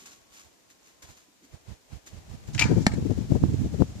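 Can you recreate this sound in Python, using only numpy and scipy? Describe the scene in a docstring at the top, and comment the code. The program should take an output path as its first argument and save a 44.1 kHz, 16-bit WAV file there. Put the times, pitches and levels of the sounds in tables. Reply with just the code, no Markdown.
"""An archer on a lawn looses one arrow: the string slips, and the shaft clatters past the bow,
rings in its bending modes and hisses away. Its impact excites the target's face (a crack) and
body (a thud); trees scatter the sounds of bow and target back. Faint close rustling and a far
tone come first, while a breeze rises and its eddies buffet each microphone port in turn."""
import sys
import numpy as np
from scipy import signal
from scipy.fft import rfft, irfft, next_fast_len
from scipy.io import wavfile
from scipy.ndimage import uniform_filter1d, map_coordinates

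SR = 44100
rng = np.random.default_rng(int(sys.argv[2]) if len(sys.argv) > 2 else 0)


def unload_audio(sound):
    """Save the sound as a 16-bit wav file, at the path given as the first command line argument."""
    columns = np.transpose(np.atleast_2d(sound))
    # keep every value between -1 and 1, then stretch to whole-number steps
    steps = np.round(np.clip(columns, -1, 1) * 32767)
    wavfile.write(sys.argv[1], SR, steps.astype(np.int16))


N = 176400
T = np.arange(N) / SR
SIDE = np.array([[.5], [-.5]])  # left and right shares of a difference between the ports

# friction hiss of string, shaft and feathers: frequency_hz, level_db
SIZZLE_SPECTRUM = [(1000, -46), (3000, -7), (5600, 0.5), (7300, -1), (8400, -10), (10500, -17),
                   (15000, -27)]


def amp(db):
    """Amplitude ratio of a level."""
    return 10 ** (np.asarray(db) / 20)


def unit(x):
    """Normalisation to rms 1."""
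    return x / np.sqrt(np.mean(x ** 2) + 1e-20)


def along(points, hz):
    """Interpolation on a log frequency axis."""
    f, v = np.transpose(points)
    return np.interp(np.log(hz + 1), np.log(f + 1), v)


def curves(rows):
    """Linear interpolation in time of each column after the first."""
    s, *cols = np.transpose(rows)
    return np.array([np.interp(T, s, c) for c in cols])


def filtered(x, response):
    """Filtering as multiplication of the spectrum."""
    m = next_fast_len(N + SR // 2)
    return irfft(rfft(x, m) * response(np.fft.rfftfreq(m, 1 / SR)), m)[..., :N]


def butter(x, hz, kind, order=2):
    """A causal low-pass or high-pass."""
    return signal.sosfilt(signal.butter(order, hz, kind, fs=SR, output="sos"), x)


def noise(spectrum, channels=1):
    """Coloured noise of rms 1, incoherent between channels."""
    return unit(filtered(rng.standard_normal((channels, N)), lambda hz: amp(along(spectrum, hz))))


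def wobble(knots_per_s):
    """Smooth random modulation."""
    return map_coordinates(rng.standard_normal(N // 8), [T * knots_per_s])


def burst(s, rise_s, t60_s):
    """A bell-shaped rise to the peak at s, then exponential decay."""
    return np.exp(-(np.minimum(T - s, 0) / rise_s) ** 2) * amp(-60 * np.maximum(T - s, 0) / t60_s)


def ring(s, modes, rise_s):
    """Free vibration of damped modes struck at s."""
    t = np.maximum(T - s, 0)
    vibration = sum(amp(db - 60 * t / t60) * np.sin(2 * np.pi * hz * t) for hz, db, t60 in modes)
    return vibration * (1 - np.exp(-t / rise_s))


def placed(x, pan_db, lead_ms):
    """Direction as level and time differences, left port over right."""
    return amp(SIDE * pan_db) * filtered(x, lambda hz: np.exp(2j * np.pi * hz * SIDE * lead_ms * 1e-3))


def two_ports(spectrum, lead_ms):
    """Partial coherence: noise common to both ports plus a weaker independent part."""
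    return unit(placed(noise(spectrum), 0, lead_ms) + amp(-1.5) * noise(spectrum, channels=2))


def rustle():
    """Amplitude-modulated noise: grainy swishes and dull scuffs close by, over still air."""
    # faint rustles: peak_s, rise_s, t60_s, level_db
    swish_events = [(.005, 0.015, 0.76, -52.5), (.059, 0.0015, 0.2, -49), (.13, 0.015, 0.15, -56),
                    (.345, 0.029, 0.31, -57.5), (.395, 0.042, 0.32, -53), (.71, 0.015, 0.15, -57.5),
                    (.89, 0.062, 0.26, -59), (1.028, 0.0056, 0.13, -47.5), (1.11, 0.041, 0.34, -55),
                    (1.175, 0.0076, 0.31, -58.5), (1.45, 0.019, 0.15, -59), (2.074, 0.012, 0.16, -47.5),
                    (2.48, 0.01, 0.16, -55.5)]
    # soft scuffs: peak_s, level_db
    scuff_events = [(.03, -57.5), (1.29, -65), (1.435, -58)]
    # spectra of the three noises: frequency_hz, level_db
    swish_spectrum = [(80, -16.5), (300, 1.5), (600, -10.5), (1200, -3.5), (5000, -4), (6800, 2),
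                      (8500, -11), (13000, -12), (15000, -22)]
    scuff_spectrum = [(100, -20), (270, -2), (450, -16), (2000, -65)]
    air_spectrum = [(40, -22), (100, -3), (300, 1), (600, -18), (1400, -9.5), (3500, -10.5), (7000, -8),
                    (9000, -15), (15000, -17.5)]
    swishes = sum(amp(db) * burst(s, rise, t60) for s, rise, t60, db in swish_events)
    swishes = swishes * amp(1.2 * wobble(300)) * two_ports(swish_spectrum, lead_ms=-.23)
    scuffs = sum(amp(db) * burst(s, rise_s=.013, t60_s=.21) for s, db in scuff_events)
    return swishes + scuffs * noise(scuff_spectrum) + amp(-65) * noise(air_spectrum, channels=2)


def wind():
    """Convected turbulence: stronger wind sweeps eddies past a port faster, so louder and higher."""
    # breeze at both ports: time_s, level_db
    breeze = [(0, -71), (.8, -79), (1.1, -72), (1.38, -85), (1.55, -68), (1.8, -76), (2.04, -70),
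              (2.15, -53), (2.42, -51), (2.58, -37), (2.66, -28), (2.84, -34), (2.92, -30), (3.26, -37),
              (3.5, -29), (3.7, -34), (3.88, -40), (4, -36)]
    # gusts and single hard eddies: time_s, level_db, port (0 left, 1 right)
    gusts = [(.466, -54, 1), (1.048, -50, 1), (1.103, -45.5, 1), (1.544, -39, 1), (1.697, -34, 1),
             (1.722, -35, 1), (1.934, -32.5, 1), (1.963, -36, 1), (2.142, -38, 1), (2.176, -35.5, 1),
             (2.31, -34, 1), (2.343, -31.5, 1), (2.493, -30, 0), (2.561, -22, 1), (2.622, -26, 0),
             (2.657, -17, 1), (2.701, -19, 0), (2.722, -13.5, 0), (2.744, -21.5, 1), (2.777, -12, 0),
             (2.813, -21, 0), (2.984, -21, 0), (3.06, -20, 0), (3.112, -15.5, 0), (3.182, -20, 0),
             (3.215, -23, 0), (3.321, -15, 0), (3.36, -14, 0), (3.428, -21, 0), (3.45, -16, 1),
             (3.495, -21, 1), (3.542, -18, 1), (3.595, -21, 1), (3.62, -19, 1), (3.657, -21, 0),
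             (3.745, -21.5, 0), (3.802, -19, 0), (3.816, -11.5, 0)]
    pops = [(2.654, -9.5, 1), (2.7153, -4, 0), (2.782, -6, 0), (2.937, -9.5, 1), (3.025, -9.5, 0),
            (3.098, -8, 0), (3.3205, -4.5, 0), (3.353, -3, 0), (3.4374, 0.5, 1), (3.8211, 2, 0)]
    # eddies before the sweep shifts their pitch, and wind hiss: frequency_hz, level_db
    eddy_spectrum = [(25, -30), (70, -0.5), (130, 2), (250, -3.5), (400, -13.5), (600, -28.5), (1000, -53),
                     (2000, -71), (5000, -110)]
    hiss_spectrum = [(60, -11.5), (300, 5.5), (700, 4), (1300, -5), (3500, -8), (7000, -7.5), (8500, -15),
                     (15000, -23)]
    # relative speed of the eddies: left_ratio, right_ratio
    port_speed = [1.1, .78]
    reference_db, db_per_octave, gust_width_s = -22, 32, .0095
    flutter_db = 3 * np.array([wobble(44.67), wobble(44.67)])
    power = amp(curves(breeze) + flutter_db) ** 2
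    for s, db, port in gusts:
        power[round(port)] += amp(db) ** 2 * (1 + ((T - s) / gust_width_s) ** 2 / 4) ** -4
    strength_db = 10 * np.log10(power) - reference_db
    travel = np.cumsum(.12 + .88 * 2 ** (strength_db / db_per_octave), axis=1) * np.c_[port_speed]
    eddies = noise(eddy_spectrum, channels=2)
    local_power = np.abs(uniform_filter1d(eddies ** 2, size=1100, axis=1))
    eddies = eddies / np.sqrt(local_power + .027)  # evened out, so the wind sets the level
    swept = np.array([map_coordinates(e, [d], mode="wrap") for e, d in zip(eddies, travel)])
    buffet = np.sqrt(power) * swept
    for s, db, port in pops:
        pulse = ring(s, [(158, 0, .0087)], rise_s=.0001)
        edge_hz = 1220 * 2 ** (db / 8)  # weaker pops are rounder
        buffet[round(port)] += amp(db) * 2 * butter(pulse, edge_hz, "low", order=4)
    hiss_db = -48.5 + .31 * uniform_filter1d(strength_db.max(axis=0), size=900)
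    return buffet + amp(hiss_db) * noise(hiss_spectrum, channels=2)


def whine():
    """Frequency and amplitude modulation: a faint far tone wavers, sags and fades."""
    # course of the tone: time_s, pitch_hz, level_db
    course = [(0.1, 1114, -71), (.22, 1110, -86), (.39, 1114, -72), (.52, 1109, -88), (1.07, 1040, -75),
              (1.5, 957, -89)]
    hz, db = curves(course)
    envelope = amp(db + 1.8 * wobble(21.2))
    phase = 2 * np.pi * np.cumsum(hz + 5 * wobble(40.4)) / SR
    return envelope * unit(np.sin(phase))


def flight():
    """Friction and flow noise: the string slides off the fingers and the feathers hiss away."""
    # hiss of string and feathers: time_s, level_db
    hiss_levels = [(2.52, -84), (2.537, -50), (2.57, -50), (2.66, -55), (2.75, -55), (2.81, -53),
                   (2.827, -47.5), (2.845, -54), (2.87, -49), (2.9, -62)]
    return amp(curves(hiss_levels) + 1.7 * wobble(120)) * noise(SIZZLE_SPECTRUM, channels=2)


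def bow():
    """Contact noise: string and shaft scrape and clatter along the bow; slaps ring the shaft."""
    # contacts at the release: peak_s, t60_s, clatter_db, sizzle_db
    contacts = [(2.5493, 0.012, -30, -27), (2.553, 0.012, -32, -48), (2.580, 0.076, -29, -35),
                (2.5928, 0.02, -17, -28), (2.5958, 0.016, -23, -11), (2.6006, .014, -23, -18),
                (2.609, .02, -27, -22), (2.613, 0.02, -17, -22), (2.6205, .055, -18, -21.5),
                (2.642, .012, -30, -27)]
    # colour of the clatter: frequency_hz, level_db
    clatter_spectrum = [(400, -22), (900, -5), (1150, -13.5), (1600, -7), (2400, -1.5), (3050, -3),
                        (3700, -15.5), (5500, -11.5), (8000, -40), (12000, -55)]
    # the shaft slaps the bow: start_s, level_db
    slaps = [(2.591, -21.5), (2.612, -19), (2.620, -12.5)]
    rise_s = .0008
    clatter = sum(amp(db) * burst(s, rise_s, t60) for s, t60, db, _ in contacts)
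    sizzle = sum(amp(db) * burst(s, rise_s, t60) for s, t60, _, db in contacts)
    scrape = clatter * noise(clatter_spectrum) + sizzle * two_ports(SIZZLE_SPECTRUM, lead_ms=0)
    shaft = sum(amp(db) * shaft_ring(s) for s, db in slaps)
    grain = amp(-5.5 + 2.24 * wobble(700))
    direct = placed(scrape * grain + shaft, pan_db=3, lead_ms=.054)
    return direct + amp(-12.5) * garden(direct)


def garden(x):
    """Reverberation: trees and ground scatter a thin tail whose treble decays first."""
    # decay of the tail: frequency_hz, t60_s
    decay_times = [(900, 0.6), (2500, 0.43), (14000, 0.12)]
    # its colour: frequency_hz, gain_db
    colour = [(400, -1), (850, 9.5), (1600, 10.5), (2400, -10), (4000, 1.5), (7000, 4.5)]
    hz, t, spectra = signal.stft(rng.standard_normal((2, SR // 2)), SR, nperseg=256)
    envelope = amp(-60 * t / along(decay_times, hz)[:, None]) * (1 - np.exp(-t / .0023))
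    tail = signal.istft(spectra * envelope, SR, nperseg=256)[1]
    wet = signal.fftconvolve(x, tail / np.linalg.norm(tail[0]), axes=1)[:, :N]
    return filtered(wet, lambda hz: amp(along(colour, hz)))


def shaft_ring(s):
    """Damped bending modes after a slap; the flexing shaft unsettles the phase of each."""
    # modes of the shaft: pitch_hz, level_db, t60_s
    modes = [(900, -23, .12), (2336, 2, 0.058), (2500, -8, 0.063), (2676, -9, 0.067)]
    wander_rad = .45
    t = np.maximum(T - s, 0)
    vibration = sum(amp(db - 60 * t / t60) * np.sin(2 * np.pi * hz * t + wander_rad * wobble(90))
                    for hz, db, t60 in modes)
    return vibration * (1 - np.exp(-t / .0026))


def target():
    """Impact excitation: the face cracks, the body thuds, and nearby things reflect the crack."""
    # the point breaks through the layers and stops: start_s, level_db
    strikes = [(2.8661, -7.5), (2.8671, -14), (2.8679, -9), (2.8756, -26)]
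    # modes of the face and body: pitch_hz, level_db, t60_s
    face_modes = [(810, -3, 0.012), (1410, -4, 0.0067), (1820, -3, 0.0097), (4220, -4, 0.0047),
                  (7140, -11.5, 0.007)]
    body_modes = [(141, -24, 0.036), (205, -6, 0.043)]
    # crunch of the last layer: frequency_hz, level_db
    crunch_spectrum = [(350, -23), (800, 7), (2000, -5), (4600, -1), (7300, -2.5), (8700, -14),
                       (12000, -28)]
    # diffuse reflections: delay_s, t60_s, level_db
    reflections = [(.009, 0.075, -16), (0.053, 0.09, -24.5), (0.073, .06, -25)]
    face = sum(amp(db) * ring(s, face_modes, rise_s=.00005) for s, db in strikes)
    crunch = amp(-13.5) * burst(strikes[-2][0], rise_s=.00074, t60_s=.012) * noise(crunch_spectrum)
    crack = butter(face, 666, "high") + crunch
    thud = ring(2.8674, body_modes, rise_s=.00041)
    direct = placed(crack + thud, pan_db=1.5, lead_ms=-.19)
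    echo_envelope = sum(amp(db) * unit(burst(s, .0043, t60)) for s, t60, db in reflections)
    scatter = echo_envelope * rng.standard_normal((2, N)) / np.sqrt(N)
    echoes = signal.fftconvolve(crack, scatter, axes=1)[:, :N]
    return direct + echoes + amp(-29.5) * garden(direct)


def scene():
    """Superposition of the shot, the wind and the faint background."""
    return bow() + flight() + target() + wind() + rustle() + whine()


def record(dry):
    """Transduction: each port colours the sound; the microphone limits the band and rounds peaks."""
    # imbalance of the ports: frequency_hz, left_over_right_db
    colour = [(500, -0.5), (1300, 4), (2400, 7.5), (4400, 4.5), (7000, -6.5), (14000, 1)]
    low_hz, top_hz, ceiling = 42, 14850, .88
    x = filtered(dry, lambda hz: amp(SIDE * along(colour, hz)) * hz ** 3 / np.hypot(hz ** 3, low_hz ** 3))
    x = x / (1 + (x / ceiling) ** 6) ** (1 / 6)
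    return filtered(x, lambda hz: hz < top_hz)


dry = scene()
out = record(dry)
unload_audio(out)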